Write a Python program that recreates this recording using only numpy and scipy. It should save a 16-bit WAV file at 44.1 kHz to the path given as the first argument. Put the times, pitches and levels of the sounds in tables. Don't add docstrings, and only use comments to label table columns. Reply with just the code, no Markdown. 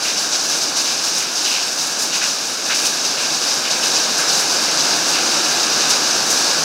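import sys
import numpy as np
from scipy import signal
from scipy.fft import rfft, irfft, next_fast_len
from scipy.io import wavfile

SR = 44100
rng = np.random.default_rng(int(sys.argv[2]) if len(sys.argv) > 2 else 0)


def persist_wave(psi):
    counts = np.round(np.clip(psi, -1, 1) * 32767).astype(np.int16)
    wavfile.write(sys.argv[1], SR, np.atleast_2d(counts).T)


N = 292817

# start in seconds, relative level in dB, pour time in seconds,
# fine spray in dB relative to that level, central droplet pitch in Hz.
BURST_GOBS = [(0.02, -28.5, 0.069, -3, 5500), (0.167, -23.5, 0.075, -8, 5490),
              (0.317, -19, 0.035, -20, 6270), (0.393, -27, 0.08, -8, 5820), (0.486, -23.5, 0.096, -6, 6060),
              (0.613, -21, 0.024, -11, 5770), (0.757, -21, 0.048, -7, 5970), (0.842, -24.5, 0.08, -9, 5450),
              (1.032, -22.5, 0.059, -6, 5540), (1.128, -25, 0.07, -4, 5970), (1.353, -23, 0.072, -15, 5700),
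              (1.441, -23, 0.077, -9, 5800), (1.533, -27, 0.096, -13, 5530),
              (1.613, -25.5, 0.057, -13, 5870), (1.774, -26, 0.087, -3, 6090),
              (1.983, -24, 0.057, -1.5, 6150), (2.129, -22, 0.045, -7.5, 6140),
              (2.217, -23, 0.082, -7, 5750), (2.43, -34, 0.062, -3, 5700), (2.643, -25.5, 0.093, -6, 5700),
              (2.741, -24.5, 0.084, -4.5, 5650), (2.848, -18.5, 0.012, -6, 6180),
              (2.929, -25.0, 0.022, -11, 5750), (3.04, -21.5, 0.018, -15, 5380),
              (3.174, -26, 0.13, -8, 5520), (3.318, -25.5, 0.04, -6, 5740), (3.41, -24.5, 0.055, -11, 5530),
              (3.47, -22.5, 0.051, -11, 5360), (3.7, -20.5, 0.022, -16, 5550),
              (3.825, -24, 0.053, -6, 5590), (3.935, -19.5, 0.02, -18, 5560),
              (4.012, -25, 0.035, -18, 5470), (4.171, -24.0, 0.031, -3, 5600), (4.282, -24, 0.13, -4, 5460),
              (4.492, -22.5, 0.033, -8.5, 5720), (4.778, -23, 0.018, -20, 5500),
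              (5.056, -25.5, 0.1, -5, 5640), (5.246, -27, 0.018, -7, 5460), (5.49, -24, 0.015, -13, 5800),
              (5.717, -28, 0.14, -22, 5410), (5.8, -28, 0.032, -11, 5700), (5.893, -18, 0.013, -7, 6000),
              (6.299, -25, 0.085, -2, 5620), (6.433, -25, 0.058, -7, 5540)]
# start in seconds, relative level in dB, pour time in seconds,
# central bubble pitch in Hz.
SLAP_GOBS = [(.048, -24, 0.033, 2380), (.505, -32, 0.034, 2600), (0.851, -28.5, 0.067, 2900),
             (1.201, -29, 0.046, 2620), (1.447, -25, .035, 2760), (1.509, -25, 0.069, 2940),
             (2.124, -27, 0.044, 2840), (2.212, -22, 0.015, 1820), (2.225, -26.5, .022, 2370),
             (2.696, -19, 0.014, 1850), (2.712, -22.5, 0.019, 2380), (2.781, -29, .07, 2600),
             (3.175, -29, 0.094, 2600), (3.421, -35, 0.081, 2100), (3.647, -26.5, 0.038, 2500),
             (3.756, -30, 0.025, 2600), (3.824, -25.5, 0.025, 2800), (4.187, -25, 0.042, 1650),
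             (4.38, -36, 0.12, 2480), (4.665, -28, 0.035, 2610), (5.142, -25, 0.048, 2590),
             (5.35, -31, 0.17, 2540), (5.665, -28.5, .02, 2600), (5.805, -28, .07, 2700)]

TOP_HZ = 15750


def runoff(paving_db, puddle_db, spray_db):
    # frequency in Hz, relative gain in dB.
    paving_spectrum = [(30, -67), (100, -36), (300, -15), (750, -6.5), (1300, -8.5), (2200, -8),
                       (3700, -1.5), (5000, 0.5), (6300, -0.5), (8000, -7.5), (11000, -17.5), (16000, -27)]
    puddle_spectrum = [(30, -51), (100, -35), (700, -16), (1500, -2), (2400, 1), (3200, 2), (4500, -3),
                       (8000, -25), (16000, -56)]
    spray_spectrum = [(100, -39), (3000, -13.5), (7000, 4), (9000, -1.5), (11000, -5), (13500, -12),
                      (16000, -15)]
    paving = patter(paving_spectrum, per_s=15000, spread_db=1.5, clumping=0.18)
    puddle = patter(puddle_spectrum, per_s=7000, spread_db=1.5, clumping=0.53)
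    spray = patter(spray_spectrum, per_s=9000, spread_db=3.5, clumping=0.5)
    ticks = drips(db=-2.5, hz=5730, pitch_spread=0.13, cycles=1.2, count=260)
    plinks = drips(db=1.0, hz=2600, pitch_spread=0.21, cycles=3.9, count=130)
    on_stone = undb(paving_db) * (undb(-2.5) * paving + ticks)
    in_puddles = undb(puddle_db) * (undb(-4.5) * puddle + plinks)
    return on_stone + in_puddles + undb(spray_db) * spray


def stone_bursts():
    start, db, pour_s, _, hz = np.transpose(BURST_GOBS)
    gobs = zip(start, db, pour_s, hz)
    return undb(-5) * splashes(gobs, cycles=2.6, pitch_spread=0.13, spread_db=1.5, impact_db=3, count=60)


def puddle_slaps():
    return undb(-1.3) * splashes(SLAP_GOBS, cycles=1.14, pitch_spread=0.11, spread_db=0.5,
                                 impact_db=0, count=32)


def heavy_drops():
    # start in seconds, relative level in dB.
    heavy = [(2.8726, -23.5), (3.3455, -18), (3.9563, -18), (4.773, -17), (4.802, -16), (5.8048, -18.5)]
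    scatter_s, hz = 0.0021, 5400
    gobs = [(start, db, scatter_s, hz) for start, db in heavy]
    return splashes(gobs, cycles=1.6, pitch_spread=0.08, spread_db=0, impact_db=0, count=1)


def drips(db, hz, pitch_spread, cycles, count):
    when = rng.random(count) * N / SR
    pitch, size = np.clip(rng.standard_normal((2, count)), -2, 2)
    scatter_s = np.full(count, 0.001)
    gobs = zip(when, db + 1.4 * size, scatter_s, hz * np.exp(pitch_spread * pitch))
    return splashes(gobs, cycles, pitch_spread=0.21, spread_db=15, impact_db=9, count=3)


def splashes(gobs, cycles, pitch_spread, spread_db, impact_db, count):
    out = np.zeros(N)
    age = np.arange(256) / SR
    for start, db, scatter_s, hz in gobs:
        landed = (np.arange(count) + rng.random(count)) / count
        delay = -scatter_s * np.log(1 - 0.97 * landed)
        pitch, size = np.clip(rng.standard_normal((2, count, 1)), -2, 2)
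        size_db = spread_db * size
        size_db[0] = impact_db
        turns = age * np.minimum(hz * np.exp(pitch_spread * pitch), TOP_HZ)
        envelope = np.exp(-turns / cycles) * (1 - np.exp(-2 * turns))
        flow = undb(size_db) * np.sin(2 * np.pi * turns) * envelope
        drops = np.gradient(flow, axis=1)
        drops *= undb(db) * np.sqrt(scatter_s * SR / np.sum(drops ** 2))
        where = ((start + delay) * SR).astype(int)[:, None] + np.arange(len(age))
        out += np.bincount(where.ravel(), drops.ravel(), N)[:N]
    return signal.sosfilt(signal.butter(4, 7800, fs=SR, output="sos"), out)


def pour(steady_db, starts, levels_db, lengths, release_s):
    attack_s = 0.011
    power = undb(steady_db) ** 2
    for start, db, length in zip(starts, levels_db, lengths):
        age = np.arange(N) / SR - start
        swell = np.clip(age / attack_s, 0, 1)
        decay = np.exp(-np.maximum(age - length, 0) / release_s)
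        power = power + (undb(db) * swell * decay) ** 2
    return 10 * np.log10(power)


def trickle(far_db, open_db, follows):
    return open_db + follows * (far_db + 25)


def patter(spectrum, per_s, spread_db, clumping):
    ticks = impacts(per_s, spread_db) * clumps(per_s=57, fade_s=0.022, depth=clumping)
    return unit(colour(ticks, spectrum))


def impacts(per_s, spread_db):
    lands = rng.random(N) < per_s / SR
    size_db = spread_db * np.minimum(rng.standard_normal(N), 2.7)
    return unit(lands * rng.choice([-1, 1], N) * undb(size_db))


def clumps(per_s, fade_s, depth):
    throws = (rng.random(N) < per_s / SR) * rng.exponential(1, N)
    thrown = signal.lfilter([1], [1, -np.exp(-1 / (fade_s * SR))], throws)
    return np.sqrt(1 + depth * thrown)


def downpour(gain):
    # frequency in Hz, relative gain in dB.
    wash_spectrum = [(25, -46), (55, -31.5), (88, -20.5), (112, -19.5), (145, -7), (190, -5.5), (300, 0.5),
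                     (420, -2.5), (730, -0.5), (1000, -3), (1700, -1.5), (3000, -15), (16000, -55)]
    echo_s, wall_share = 0.0126, 0.1
    wash = patter(wash_spectrum, per_s=20000, spread_db=3.5, clumping=0.04)
    echo = np.roll(wash, int(echo_s * SR))
    return gain * (wash + wall_share * echo)


def far_level():
    # time in seconds, level in dB before the microphone.
    far = [(0.0, -31.0), (0.9, -31.5), (1.7, -32.0), (2.15, -31.5), (2.58, -32.5), (2.72, -30.5),
           (3.3, -30.0), (3.55, -29), (4.3, -27.0), (4.95, -26.0), (5.25, -25.5), (6.64, -26)]
    return np.interp(np.arange(N) / SR, *np.transpose(far))


def undb(db):
    return 10 ** (np.asarray(db) / 20)


def unit(x):
    return x / np.sqrt(np.mean(x ** 2))


def colour(x, points):
    hz, db = np.transpose(points)
    size = next_fast_len(len(x) + 4096, True) // 2 * 2
    bins = np.maximum(np.arange(size // 2 + 1) * SR / size, 1)
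    gain_db = np.interp(np.log(bins), np.log(hz), db)
    cepstrum = irfft(np.log(undb(gain_db)))
    cepstrum[1:size // 2] *= 2
    cepstrum[size // 2 + 1:] = 0
    return irfft(rfft(x, size) * np.exp(rfft(cepstrum)))[:len(x)]


def scene():
    far_db = far_level()
    burst_s, burst_db, burst_length, fine_db, _ = np.transpose(BURST_GOBS)
    slap_s, slap_db, slap_length, _ = np.transpose(SLAP_GOBS)
    paving_trickle = trickle(far_db, open_db=-18.5, follows=0.84)
    puddle_trickle = trickle(far_db, open_db=-32.5, follows=0.4)
    spray_trickle = trickle(far_db, open_db=-31.5, follows=0.4)
    paving_db = pour(paving_trickle, burst_s, burst_db, burst_length, release_s=0.047)
    puddle_db = pour(puddle_trickle, slap_s, slap_db, slap_length, release_s=0.03)
    spray_db = pour(spray_trickle, burst_s, burst_db + fine_db, burst_length, release_s=0.047)
    near = runoff(paving_db, puddle_db, spray_db) + stone_bursts() + puddle_slaps() + heavy_drops()
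    water = near + downpour(undb(far_db))
    return np.array([water, water])


def record(dry):
    # frequency in Hz, gain in dB.
    port = [(1250, 1.66), (1630, 3.5), (1760, -1), (1920, -6), (2150, -1), (2500, 2.5), (2800, 2.8),
            (3280, -3), (3850, 4), (4280, 1.5), (4720, 5), (6100, 5), (7300, -.3), (16000, -1)]
    heard = np.array([colour(channel, port) for channel in dry])
    return signal.sosfilt(signal.ellip(12, 0.1, 90, TOP_HZ, fs=SR, output="sos"), heard)


dry = scene()
out = record(dry)
persist_wave(out)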